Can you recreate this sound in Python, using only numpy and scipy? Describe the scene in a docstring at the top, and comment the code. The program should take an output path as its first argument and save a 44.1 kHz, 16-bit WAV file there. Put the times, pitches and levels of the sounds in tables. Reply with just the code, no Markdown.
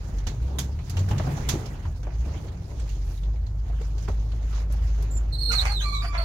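"""Overgrown dirt track from inside a four-wheel drive

The engine booms as pulses at its firing rate, revs twice and settles; the body adds short low notes.
Tyres roll as low noise, rough ground drums the body, and the load clatters in grains and knocks.
Leaves brush the paint as dense puffs of noise; twigs whip it with short coloured bursts.
At the end a branch drags along the right side, with stick-slip tones and jerky buzzing rasps."""
import sys
import numpy as np
from scipy import signal
from scipy.fft import rfft, irfft, next_fast_len
from scipy.io import wavfile

SR = 44100
rng = np.random.default_rng(int(sys.argv[2]) if len(sys.argv) > 2 else 0)


def put_to_file(sound):
    """Save the sound as 16-bit audio at rate SR, in the file named by the first command-line argument."""
    columns = np.atleast_2d(sound).T  # one column per channel
    safe = np.clip(columns, -1, 1)
    whole_steps = np.round(safe * 32767)
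    wavfile.write(sys.argv[1], SR, whole_steps.astype(np.int16))


N = 275228
TIME = np.arange(N) / SR

# Hiss of fine leaves and top of a twig's blow. Each row: frequency in Hz, relative density in dB per Hz.
TOP = [(5500, -33), (8000, -1), (11500, 4.5), (16000, -5)]


def engine(flutter_db=1.34, order_flutter_db=4.0, upper_follow=0.13, cabin_hz=135):
    """Exhaust pulses boom in the cabin; weaker orders barely follow the pull and vary with uneven firing."""
    # Engine speed. Each row: time in seconds, firings per second.
    speed_curve = [(0, 49), (0.32, 46.7), (0.48, 66.5), (0.7, 67), (0.82, 81), (1.04, 95), (1.15, 100),
                   (1.36, 70), (1.5, 55), (1.88, 43), (2.1, 51.7), (2.2, 55.5), (2.41, 89), (2.59, 86),
                   (2.72, 67), (2.88, 49.3), (3.14, 45.5), (3.34, 54), (3.5, 51), (4.45, 53), (6.24, 50)]
    # How hard the engine pulls. Each row: time in seconds, level in dB.
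    load_curve = [(0, -35), (0.17, -26.5), (0.31, -30.5), (0.44, -24.5), (0.73, -27), (0.87, -36),
                  (1.01, -21), (1.2, -27.5), (1.4, -35.5), (1.5, -24.5), (1.58, -38), (2.0, -37),
                  (2.2, -23), (2.42, -35), (2.68, -39), (2.86, -26.5), (3.02, -27), (3.13, -31.5),
                  (3.28, -24), (3.58, -29), (4.15, -25), (5.28, -23.5), (5.37, -26), (6.24, -26)]
    # Weaker engine orders. Each row: multiple of the firing rate, level in dB before the cabin's roll-off.
    order_levels = [(1.5, -45.5), (2, -41), (3, -52)]
    firing_hz, = in_time(speed_curve)
    db, = in_time(load_curve)
    phase = 2 * np.pi * np.cumsum(firing_hz) / SR
    out = from_db(db + flutter_db * drift(24)) * np.sin(phase)
    for multiple, order_db in order_levels:
        # the orders fade above the cabin's boom
        passed = 1 / np.hypot(1, (multiple * firing_hz / cabin_hz) ** 3)
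        gain = from_db(order_db + upper_follow * (db - db.mean()) + order_flutter_db * drift(12))
        out = out + passed * gain * np.sin(multiple * phase + 2 * np.pi * rng.random())
    return np.sqrt(2) * out


def branch(tips_db=4.5, stem_db=6.0):
    """A branch drags down the right side: tips squeal high, stems groan lower, the limb sings, bark rasps."""
    # Thin tips squealing. Each row: start in seconds, length in seconds, crest pitch in Hz,
    # sag as a share of pitch (negative rises), level in dB before the tips' gain, roughness from 0 to 1.
    tip_slides = [(5.108, 0.07, 7280, 0.014, -44.5, 0.2), (5.326, 0.032, 4217, 0.0074, -39, 0.65),
                  (5.38, 0.024, 4267, -0.0071, -38.5, 0.55), (5.405, 0.097, 4288, 0.012, -35.5, 0.5),
                  (5.488, 0.067, 4190, -0.02, -32.5, 0.54), (5.555, 0.04, 4290, 0.12, -28.5, 0.5),
                  (5.593, 0.022, 3976, -0.053, -31, 0.9), (5.662, 0.051, 4540, 0.022, -41.5, 0.28),
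                  (5.718, 0.078, 4304, 0.16, -37, 0.33), (5.802, 0.018, 3100, -0.096, -39, 0.43),
                  (5.803, 0.012, 6345, 0, -41.5, 0.42), (5.817, 0.027, 3894, -0.06, -40.5, 0.5),
                  (5.86, 0.15, 4370, 0.135, -41.5, 0.5), (6.017, 0.069, 4748, 0.0061, -44, 0.48),
                  (6.179, 0.087, 4440, -0.005, -41.5, 0.41)]
    # Thick stems groaning against the panel. Each row: start in seconds, length in seconds, crest pitch in Hz,
    # sag as a share of pitch (negative rises), level in dB before the stems' gain, roughness from 0 to 1.
    stem_slides = [(5.488, 0.055, 233.4, 0.025, -44, 0.5), (5.507, 0.0037, 1418, 0, -32.5, 0.4),
                   (5.518, 0.025, 1295, 0.0097, -38.5, 0.5), (5.659, 0.009, 2030, 0, -45, 0.62),
                   (5.662, 0.061, 764, -0.08, -46, 0.62), (5.707, 0.007, 1149, -0.117, -40, 0.76),
                   (5.81, 0.012, 1603, 0.041, -48.5, 0.8), (6.041, 0.016, 693, 0.022, -46.5, 0.41),
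                   (6.182, 0.041, 691, 0.04, -43, 0.5)]
    # Tip overtones from the second upwards. Each entry: level in dB relative to the fundamental.
    tip_overtones = [-20, -23.5]
    # Stem overtones from the second upwards. Each entry: level in dB relative to the fundamental.
    stem_overtones = [-6.5, -21, -16, -24, -19]
    tip_grip = dict(jitter=.048, jitter_rate=1000, waver=.005, flutter_db=2.8)
    stem_grip = dict(jitter=.06, jitter_rate=500, waver=.02, flutter_db=2.5)
    tips = sum(squeal(slide, tip_overtones, **tip_grip) for slide in tip_slides)
    stems = sum(squeal(slide, stem_overtones, **stem_grip) for slide in stem_slides)
    high = from_db(tips_db) * cabin(tips, t60=0.075, wet_db=8.0)
    low = cabin(from_db(stem_db) * stems + limb(), t60=0.13, wet_db=0.0)
    bark = cabin(rasp(), t60=0.16, wet_db=3.0)
    return place(high + low + bark, side_db=-6.5)


def squeal(slide, overtones_db, crest_share=0.1, sag_power=1.1, **grip):
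    """One short slide: its pitch crests early, then shifts by its sag as the wood unbends."""
    start_s, length_s, crest_hz, sag, db, rough = slide
    progress = np.clip((TIME - start_s) / length_s, 0, 1)
    from_crest = np.abs((progress - crest_share) / (1 - crest_share))
    hz = crest_hz * (1 - sag * from_crest ** sag_power)
    return from_db(db) * stroke(start_s, length_s) * stick_slip(hz, rough, overtones_db, **grip)


def limb():
    """The main limb bows the panel and grips fairly evenly: a long note that throbs as the pressure shifts."""
    # The limb's note. Each row: time in seconds, pitch in Hz, level in dB.
    limb_curve = [(5.83, 1215, -53), (5.842, 1195, -41), (5.862, 1168, -33.5), (5.9, 1112, -41),
                  (5.926, 1155, -34.5), (5.975, 1125, -37), (6.026, 1185, -42), (6.075, 1156, -55),
                  (6.128, 1156, -36), (6.15, 1150, -40)]
    # Limb overtones from the second upwards. 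Each entry: level in dB relative to the fundamental.
    limb_overtones = [-5.5, -18, -16, -19.5, -16.5]
    hz, db = in_time(limb_curve)
    tone = stick_slip(hz, .3, limb_overtones, jitter=.06, jitter_rate=550, waver=.025, flutter_db=2.5)
    throb = from_db(2.2 * drift(60))
    start_s, end_s = limb_curve[0][0], limb_curve[-1][0]
    return from_db(db) * stroke(start_s, end_s - start_s) * tone * throb


def rasp(level_db=3.5, treble_db=-5.5, wander_db=1.5, favour_db=7, favour_octaves=0.9):
    """Rough bark slips in nearly regular jerks that buzz the door panel; each contact favours other modes."""
    # Bark on the panel. Each row: start in seconds, length in seconds, slips per second,
    # level in dB and treble in dB (both before the layer's gains), pitch the contact favours in Hz.
    bark_strokes = [(5.517, 0.018, 259, -36, 4.5, 2740), (5.535, 0.016, 259, -41, -20, 1300),
                    (5.575, 0.075, 150, -37.5, -4, 1410), (5.651, 0.02, 260, -36, -6, 1900),
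                    (5.697, 0.028, 170, -38, -6.5, 1110), (5.814, 0.031, 295, -45.5, -3.5, 1890),
                    (6.024, 0.034, 340, -42.5, -13, 1515), (6.135, 0.036, 338, -35.5, -19, 1094),
                    (6.184, 0.053, 338, -40, -18, 989)]
    # Door panel modes. Each row: frequency in Hz, width in Hz, relative level in dB.
    panel_modes = [(486, 110, -1), (820, 250, 2), (1245, 190, 3), (1580, 170, -1.5), (1865, 130, 1),
                   (2120, 260, 2), (2530, 410, -0.5), (3390, 360, -5.5)]
    jitter, grit = .05, .36
    strokes = np.array([stroke(s, length_s) for s, length_s, *_ in bark_strokes])
    # overlapping strokes share an average slip rate
    weights = strokes + 1e-9
    slips_per_s = np.array(bark_strokes)[:, 2] @ weights / weights.sum(axis=0)
    cycles = np.cumsum(slips_per_s * (1 + jitter * drift(300))) / SR
    slips = rms_one(np.diff(np.floor(cycles), prepend=0) * from_db(4.0 * drift(200)))
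    # gritty noise bursts out at each slip and dies before the next
    force = slips + grit * rms_one(rng.standard_normal(N) * np.exp(-3 * (cycles % 1)))
    modes = []
    for k, (hz, width, db) in enumerate(panel_modes):
        ringing = signal.lfilter(*signal.iirpeak(hz, hz / width, SR), force)
        modes.append((-1) ** k * from_db(db + wander_db * drift(40)) * ringing)
    modes = np.array(modes)
    treble_band = signal.butter(1, [5400, 7000], "band", fs=SR, output="sos")
    scratch = rms_one(signal.sosfilt(treble_band, force))
    mode_hz = np.array(panel_modes)[:, 0]
    out = 0
    for envelope, (_, _, _, db, bright_db, favoured_hz) in zip(strokes, bark_strokes):
        octaves_off = np.log2(mode_hz / favoured_hz)
        favour = from_db(favour_db * np.exp(-(octaves_off / favour_octaves) ** 2))
        buzz = rms_one(favour @ modes) + from_db(bright_db + treble_db) * scratch
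        out = out + from_db(db + level_db) * envelope * buzz
    return out


def twigs(wood_db=1.5, crack_db=3.5, top_db=-6.5, big_twig_db=-29.0, growth=0.2):
    """Each twig springs back on a panel with a woody clack, a bright crack and its own ring."""
    # Twigs whipping the body. Each row: time in seconds, level in dB before the parts' gains,
    # sharpness in dB (thin dry twigs high, thick ones low), own pitch in Hz, ring in dB over that level.
    whips = [(0.183, -56, -5, 5970, 9.5), (0.2679, -40, -2, 3530, -16), (0.585, -33, 6.5, 3480, 2),
             (0.639, -54, 5, 6500, -6), (0.789, -62.5, -9.5, 2292, 12.5), (0.896, -43.5, 4.5, 4800, -3),
             (0.9683, -43.5, -1.5, 2840, 4.5), (0.9904, -45.5, 2, 4500, -5), (1.0865, -47, 0, 1590, 5.5),
             (1.1088, -48.5, 3, 2880, 10.5), (1.1798, -44, -4, 4220, -5), (1.4876, -29, 3, 3430, -2.5),
             (1.6574, -49, 1.5, 5250, 4.5), (2.0294, -57, -3.5, 1540, 2), (2.4825, -66, -15, 1669, 3),
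             (2.797, -53.5, -3, 7920, 0), (2.8904, -52, 2, 2804, 1), (3.1738, -63, 5, 3710, 10),
             (3.2323, -61.5, -7, 3610, 7), (3.3575, -71, -13, 2205, 14.5), (3.4647, -60.5, -2, 4186, 6),
             (3.814, -55.5, 0, 2312, -3), (3.9798, -53, -1.5, 4480, -2), (4.083, -52.5, 3, 2200, -4),
             (4.318, -63.5, -14.5, 2983, 3), (4.4267, -62, -9, 6430, 3), (4.7227, -52.5, 12.5, 7996, -12),
             (5.024, -54, 12, 6200, 0), (5.168, -57.5, 1, 5400, 1)]
    # Woody clack. Each row: frequency in Hz, relative density in dB per Hz.
    wood_spectrum = [(500, -4.5), (1000, -3.5), (2000, -7), (3400, -6.5), (4500, -5), (7000, -63)]
    # Bright crack. Each row: frequency in Hz, relative density in dB per Hz.
    crack_spectrum = [(2500, -10), (4200, -7), (6500, 0.5), (7800, -9), (11000, -83)]
    # What a twig rings with. Each row: multiple of its pitch, relative density in dB per Hz.
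    ring_shape = [(0.4, -42), (0.8, -17), (1, 3), (1.25, -19), (2.5, -45)]
    out = np.zeros((2, N))
    for s, db, sharp_db, hz, own_db in whips:
        # louder, bigger twigs chatter longer; sharper ones trade wood for top
        bulk = from_db(growth * (db - big_twig_db))
        clack = burst(wood_spectrum, rise_s=0.00088 * bulk, t60=0.2 * bulk, tail_db=-13.5)
        crack = burst(crack_spectrum, rise_s=0.003 * bulk, t60=0.11 * bulk, tail_db=-15.0)
        top = burst(TOP, rise_s=0.0015 * bulk, t60=0.1 * bulk, tail_db=-22)
        ring_spectrum = [(hz * multiple, d) for multiple, d in ring_shape]
        ring = burst(ring_spectrum, rise_s=0.00062, t60=0.073, tail_db=-20)
        hit = from_db(wood_db - sharp_db) * clack + from_db(crack_db) * crack
        hit += from_db(top_db + sharp_db) * top + from_db(own_db) * ring
        add(out, s, from_db(db) * hit)
    return place(out, side_db=-6.0)


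def knocks(level_db=-6.5, t60=0.07, tail_db=-11.0, note_t60=0.066, note_rise_s=0.0019):
    """Loose gear bumps the body: a dull, short thud around one briefly ringing note."""
    # Gear knocking over bumps. Each row: time in seconds, level in dB before the layer's gain, pitch in Hz.
    gear_hits = [(0.095, -30, 196), (0.268, -35, 844), (0.791, -40, 644), (0.972, -31, 790),
                 (1.085, -36, 760), (1.112, -24, 850), (1.146, -32, 327), (1.197, -21.5, 640.4),
                 (1.269, -30, 750), (1.289, -30, 314.6), (1.359, -32, 653.5), (1.376, -28.5, 810),
                 (1.538, -20, 379.3), (1.554, -23, 345), (1.662, -43, 740), (1.852, -33.5, 995),
                 (2.068, -30.5, 648), (2.259, -32, 350), (2.262, -29, 233), (2.344, -35, 613),
                 (2.718, -35, 323.5), (3.697, -38, 695), (3.809, -32, 440), (4.079, -30.5, 1125),
                 (4.084, -22.5, 399), (4.094, -32, 559), (4.333, -36.5, 457), (4.701, -39, 624)]
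    # What a knock rings with. Each row: multiple of its pitch, relative density in dB per Hz.
    thud_shape = [(0.1, -12), (0.88, -7), (1, -2), (1.14, -7), (2.6, -19), (6, -36), (20, -56)]
    out, t = np.zeros((2, N)), TIME[:SR // 3]
    for s, db, hz in gear_hits:
        thud_spectrum = [(hz * multiple, ring_db) for multiple, ring_db in thud_shape]
        thud = burst(thud_spectrum, rise_s=0.00055, t60=t60, tail_db=tail_db)
        note = np.sin(2 * np.pi * hz * t) * (1 - np.exp(-t / note_rise_s)) * from_db(-60 * t / note_t60)
        add(out, s, from_db(db + level_db) * (thud + note))
    return place(out, side_db=-6.0)


def leaves(stems_db=3.5, leaves_db=7.0):
    """Stems rub and leaves patter along the paint, louder where a bush presses in; fine leaves only hiss."""
    # Foliage on the paint. Each row: time in seconds, stems rubbing in dB, leaves brushing in dB,
    # both before the layer's gains.
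    foliage_curve = [(0.0, -59, -62), (0.68, -61.5, -63.5), (0.85, -65, -61.5), (0.95, -56, -59),
                     (1.12, -50.5, -59), (1.28, -47, -54.5), (1.4, -50, -52), (1.87, -56, -63.5),
                     (1.93, -68, -64.5), (2.05, -57.5, -67), (2.23, -59, -61.5), (2.35, -55.5, -57.5),
                     (2.6, -66, -65), (2.75, -74, -58), (3.0, -76.5, -63), (3.15, -78, -58),
                     (3.3, -70, -67), (3.55, -66.5, -71), (3.69, -59, -67), (3.85, -57, -60.5),
                     (3.93, -68, -65), (4.0, -66, -60.5), (4.25, -66, -64), (4.55, -56.5, -62.5),
                     (4.67, -64.5, -67), (4.75, -55, -58.5), (4.96, -59, -59), (5.2, -56.5, -65.5),
                     (5.3, -63, -63)]
    # Bushes pressing harder. Each row: middle in seconds, half length in seconds, extra level in dB.
    bushes = [(4.585, 0.058, 8.5)]
    # Rubbing stems. Each row: frequency in Hz, relative density in dB per Hz.
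    stem_spectrum = [(700, 6), (1400, 5), (2200, 1), (3000, -2), (4500, -29), (8000, -25)]
    # Brushing leaves. Each row: frequency in Hz, relative density in dB per Hz.
    leaf_spectrum = [(1800, 2.5), (3000, 0.5), (4000, 2), (5500, 1.5), (6800, 3), (7800, -11.5),
                     (10000, -12), (15500, -16)]
    rub, brush = in_time(foliage_curve)
    press = sum(db * swell(s, half_s) for s, half_s, db in bushes)
    stem_puffs = colour(grains(per_s=410, spread_db=0.5, t60=0.056), stem_spectrum)
    leaf_puffs = colour(grains(per_s=600, spread_db=3.0, t60=0.15), leaf_spectrum)
    out = from_db(rub + press + stems_db) * stem_puffs + from_db(brush + press + leaves_db) * leaf_puffs
    out = patches(out, patchy_db=2.5, rate=35)
    # a spray of fine leaves sweeps past
    out += from_db(-61) * swell(3.13, 0.075) * colour(rng.standard_normal((2, N)), TOP)
    return place(out, side_db=-7.5)


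def ground(rumble_db=-43.5, rattle_db=-52.0, roll_db=-35.5, bump_rattle=0.36):
    """Tyres roll steadily over the dirt; rough patches and ruts drum the body and make the load clatter."""
    # Rough stretches. Each row: middle in seconds, half length in seconds, body drumming in dB,
    # load rattling in dB; their power adds to that of smooth dirt, which is 0 dB.
    rough_patches = [(0.537, 0.13, 5, 9), (1.244, 0.39, 13.5, 8), (1.55, 0.25, 7.5, 8),
                     (2.385, 0.11, 7.5, 10), (2.7, 0.15, -12, 1), (5.15, 0.32, -4, 1)]
    # Wheels dropping into ruts. Each row: time in seconds, drumming in dB relative to smooth dirt.
    ruts = [(0.083, 10.5), (0.267, 14.5), (0.589, 12.5), (1.091, 18.5), (1.266, 15.5), (1.85, 6.5),
            (4.082, 8)]
    # Tyre roll. Each row: frequency in Hz, relative density in dB per Hz.
    roll_spectrum = [(20, -14), (35, 14), (60, 16), (100, 11), (130, 7), (180, -41), (300, -70)]
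    # Body drumming. Each row: frequency in Hz, relative density in dB per Hz.
    rumble_spectrum = [(25, -8), (60, -4), (100, 0), (145, 2.5), (200, -8.5), (300, -18), (500, -51.5)]
    # Load clatter. Each row: frequency in Hz, relative density in dB per Hz.
    rattle_spectrum = [(150, -22), (260, 4), (360, 3), (550, -2), (850, -4.5), (1300, -15), (2000, -25),
                       (4000, -61)]
    rise_s, fall_s = 0.0073, 0.079
    drumming = 1 + sum((from_db(db) * swell(s, half_s)) ** 2 for s, half_s, db, _ in rough_patches)
    shaking = 1 + sum((from_db(db) * swell(s, half_s)) ** 2 for s, half_s, _, db in rough_patches)
    jolts = 0
    for s, db in ruts:
        rise = np.clip((TIME - s) / rise_s, 0, 1)
        jolts = jolts + from_db(db) * rise * np.exp(-np.maximum(TIME - s - rise_s, 0) / fall_s)
    roll = from_db(roll_db) * colour(rng.standard_normal((2, N)), roll_spectrum)
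    rumble = colour(rng.standard_normal((2, N)), rumble_spectrum)
    rumble = from_db(rumble_db) * np.sqrt(drumming + jolts ** 2) * rumble
    clatter = place(colour(grains(per_s=170, spread_db=3.5, t60=0.26), rattle_spectrum), side_db=-9.0)
    return roll + rumble + from_db(rattle_db) * np.sqrt(shaking + (bump_rattle * jolts) ** 2) * clatter


def booms(level_db=2.5):
    """The body flexes on its springs and the cabin air answers with a short low note."""
    # Body flexing. Each row: middle in seconds, half length in seconds,
    # peak level in dB before the layer's gain, pitch in Hz.
    flexes = [(1.106, 0.03, -26.5, 66), (1.875, 0.015, -24.5, 81.9), (2.61, 0.023, -28, 85.72),
              (4.114, 0.018, -23, 72), (4.81, 0.094, -31, 74.6), (5.65, 0.064, -32, 73.93)]
    out = 0
    for s, half_s, db, hz in flexes:
        note = np.sin(2 * np.pi * (hz * TIME + rng.random()))
        out = out + from_db(db) * swell(s, half_s) * note
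    return from_db(level_db) * out


def stick_slip(hz, rough, overtones_db, jitter, jitter_rate, waver, flutter_db):
    """Green wood sticks and slips on paint; a rougher grip makes the pitch tremble more; rms 1."""
    tremble = rough * (jitter * drift(jitter_rate) + waver * drift(110))
    phase = 2 * np.pi * np.cumsum(hz * (1 + tremble)) / SR
    tone = sum(from_db(d) * np.sin(k * phase) for k, d in enumerate([0, *overtones_db], 1))
    return rms_one(tone * from_db(flutter_db * drift(170)))


def stroke(start_s, length_s, grip_s=0.01, let_go_s=0.02):
    """Envelope of a slide: grip just before the start, hold, let go after the end."""
    rise, fall = (TIME - start_s) / grip_s, (start_s + length_s - TIME) / let_go_s
    return np.clip(np.minimum(rise, fall) + 1, 0, 1) ** 2


def swell(middle_s, half_s):
    """A smooth rise and fall as something passes, down to 1/e at the half length."""
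    return np.exp(-((TIME - middle_s) / half_s) ** 2)


def grains(per_s, spread_db, t60):
    """Random small contacts of uneven size, each a short dying puff, in two channels."""
    sizes = from_db(spread_db * np.minimum(rng.exponential(1, N), 3.5))
    hits = (rng.random(N) < per_s / SR) * sizes
    power = signal.lfilter([1], [1, -from_db(-120 / (t60 * SR))], hits ** 2 + 1e-18)
    return rms_one(np.sqrt(power) * rng.standard_normal((2, N)))


def burst(spectrum, rise_s, t60, tail_db, tail_t60=0.3):
    """A blow spread through panel and cabin: a quick swell, a fast decay and a weaker tail."""
    t = TIME[:SR // 3]
    decay = from_db(-60 * t / t60) + from_db(tail_db - 60 * t / tail_t60)
    shape = (1 - np.exp(-t / rise_s)) * decay
    return colour(rng.standard_normal((2, len(t))), spectrum) * shape / shape.max()


def patches(pair, patchy_db, rate):
    """Each third of an octave swells and fades by itself as different sprigs touch."""
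    size = next_fast_len(N)
    spectrum = rfft(pair, size)
    hz = np.arange(size // 2 + 1) * SR / size
    # thirds of an octave above 1 kHz; the end bands take all that lies beyond
    band = np.clip(3 * np.log2((hz + 1) / 1000), 0, 9)
    out = 0
    for k in range(10):
        part = irfft(spectrum * np.maximum(1 - np.abs(band - k), 0), size)[:, :N]
        out = out + part * from_db(patchy_db * drift(rate))
    return rms_one(out) * pair.std()


def colour(pair, spectrum):
    """Two unrelated signals become a stereo field with this spectrum, alike in the bass; rms 1."""
    # Likeness of the two microphone channels. Each row: frequency in Hz, correlation as a share of 1.
    likeness = [(60, 0.98), (170, 0.99), (350, 0.78), (700, 0.33), (1500, 0.026), (8000, 0.013)]
    count = pair.shape[1]
    size = next_fast_len(count)
    hz = np.arange(size // 2 + 1) * SR / size
    alike = np.clip(at_hz(likeness, hz), -1, 1)
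    mid, side = rfft(pair, size) * from_db(at_hz(spectrum, hz))
    both = np.sqrt(1 + alike) * mid + np.sqrt(1 - alike) * side * [[1], [-1]]
    return rms_one(irfft(both, size)[:, :count])


def cabin(x, t60, wet_db):
    """Direct sound, reaching the right a moment before the left, plus dense reflections from glass and trim."""
    t = TIME[:SR // 4]
    response = rng.standard_normal((2, len(t))) * from_db(-60 * t / t60)
    response *= from_db(wet_db) / np.linalg.norm(response, axis=1, keepdims=True)
    response[[0, 1], [9, 0]] += 1  # direct sound, left 9 samples late
    return signal.fftconvolve(x[None], response)[:, :N] / np.sqrt(1 + from_db(2 * wet_db))


def place(pair, side_db):
    """Set a sound to one side, as the near side shields the far microphone by an amount set by frequency."""
    # Shielding. Each row: frequency in Hz, factor on side_db (negative favours the other side).
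    shadow = [(200, 0), (380, -0.36), (700, 0.35), (1300, 0.43), (2400, 0.72), (4400, 1.37), (7000, 2),
              (9000, -1), (15000, 1)]
    count = pair.shape[1]
    size = next_fast_len(count)
    left_over_right = side_db * at_hz(shadow, np.arange(size // 2 + 1) * SR / size)
    gains = from_db(np.array([left_over_right, -left_over_right]) / 2)
    gains = gains / np.sqrt(np.mean(gains ** 2, axis=0))
    return irfft(rfft(pair, size) * gains, size)[:, :count]


def add(out, s, sound):
    """Mix a sound in at a time in seconds."""
    at = max(round(s * SR), 0)
    out[:, at:at + sound.shape[1]] += sound[:, :N - at]


def drift(rate):
    """Smooth chance of rms 1, with this many random knots per second."""
    knots = rng.standard_normal(int(N / SR * rate) + 2)
    return rms_one(np.interp(TIME * rate, np.arange(len(knots)), knots))


def in_time(rows):
    """Each column of a curve at every sample."""
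    s, *columns = np.transpose(rows)
    return [np.interp(TIME, s, c) for c in columns]


def at_hz(points, hz):
    """Read a spectrum on a log-frequency axis."""
    points_hz, values = np.array(points).T
    return np.interp(np.log(hz + 1), np.log(points_hz), values)


def from_db(db):
    """Decibels to gain."""
    return 10 ** (np.asarray(db) / 20)


def rms_one(x):
    """Scale to unit power."""
    return x / np.sqrt(np.mean(x ** 2) + 1e-20)


def scene():
    """Everything as heard from behind the windscreen."""
    return engine() + branch() + twigs() + knocks() + leaves() + ground() + booms()


def record(dry):
    """The top is cut steeply above 15.9 kHz."""
    return signal.sosfilt(signal.ellip(10, .1, 80, 15900, fs=SR, output="sos"), dry)


dry = scene()
out = record(dry)
put_to_file(out)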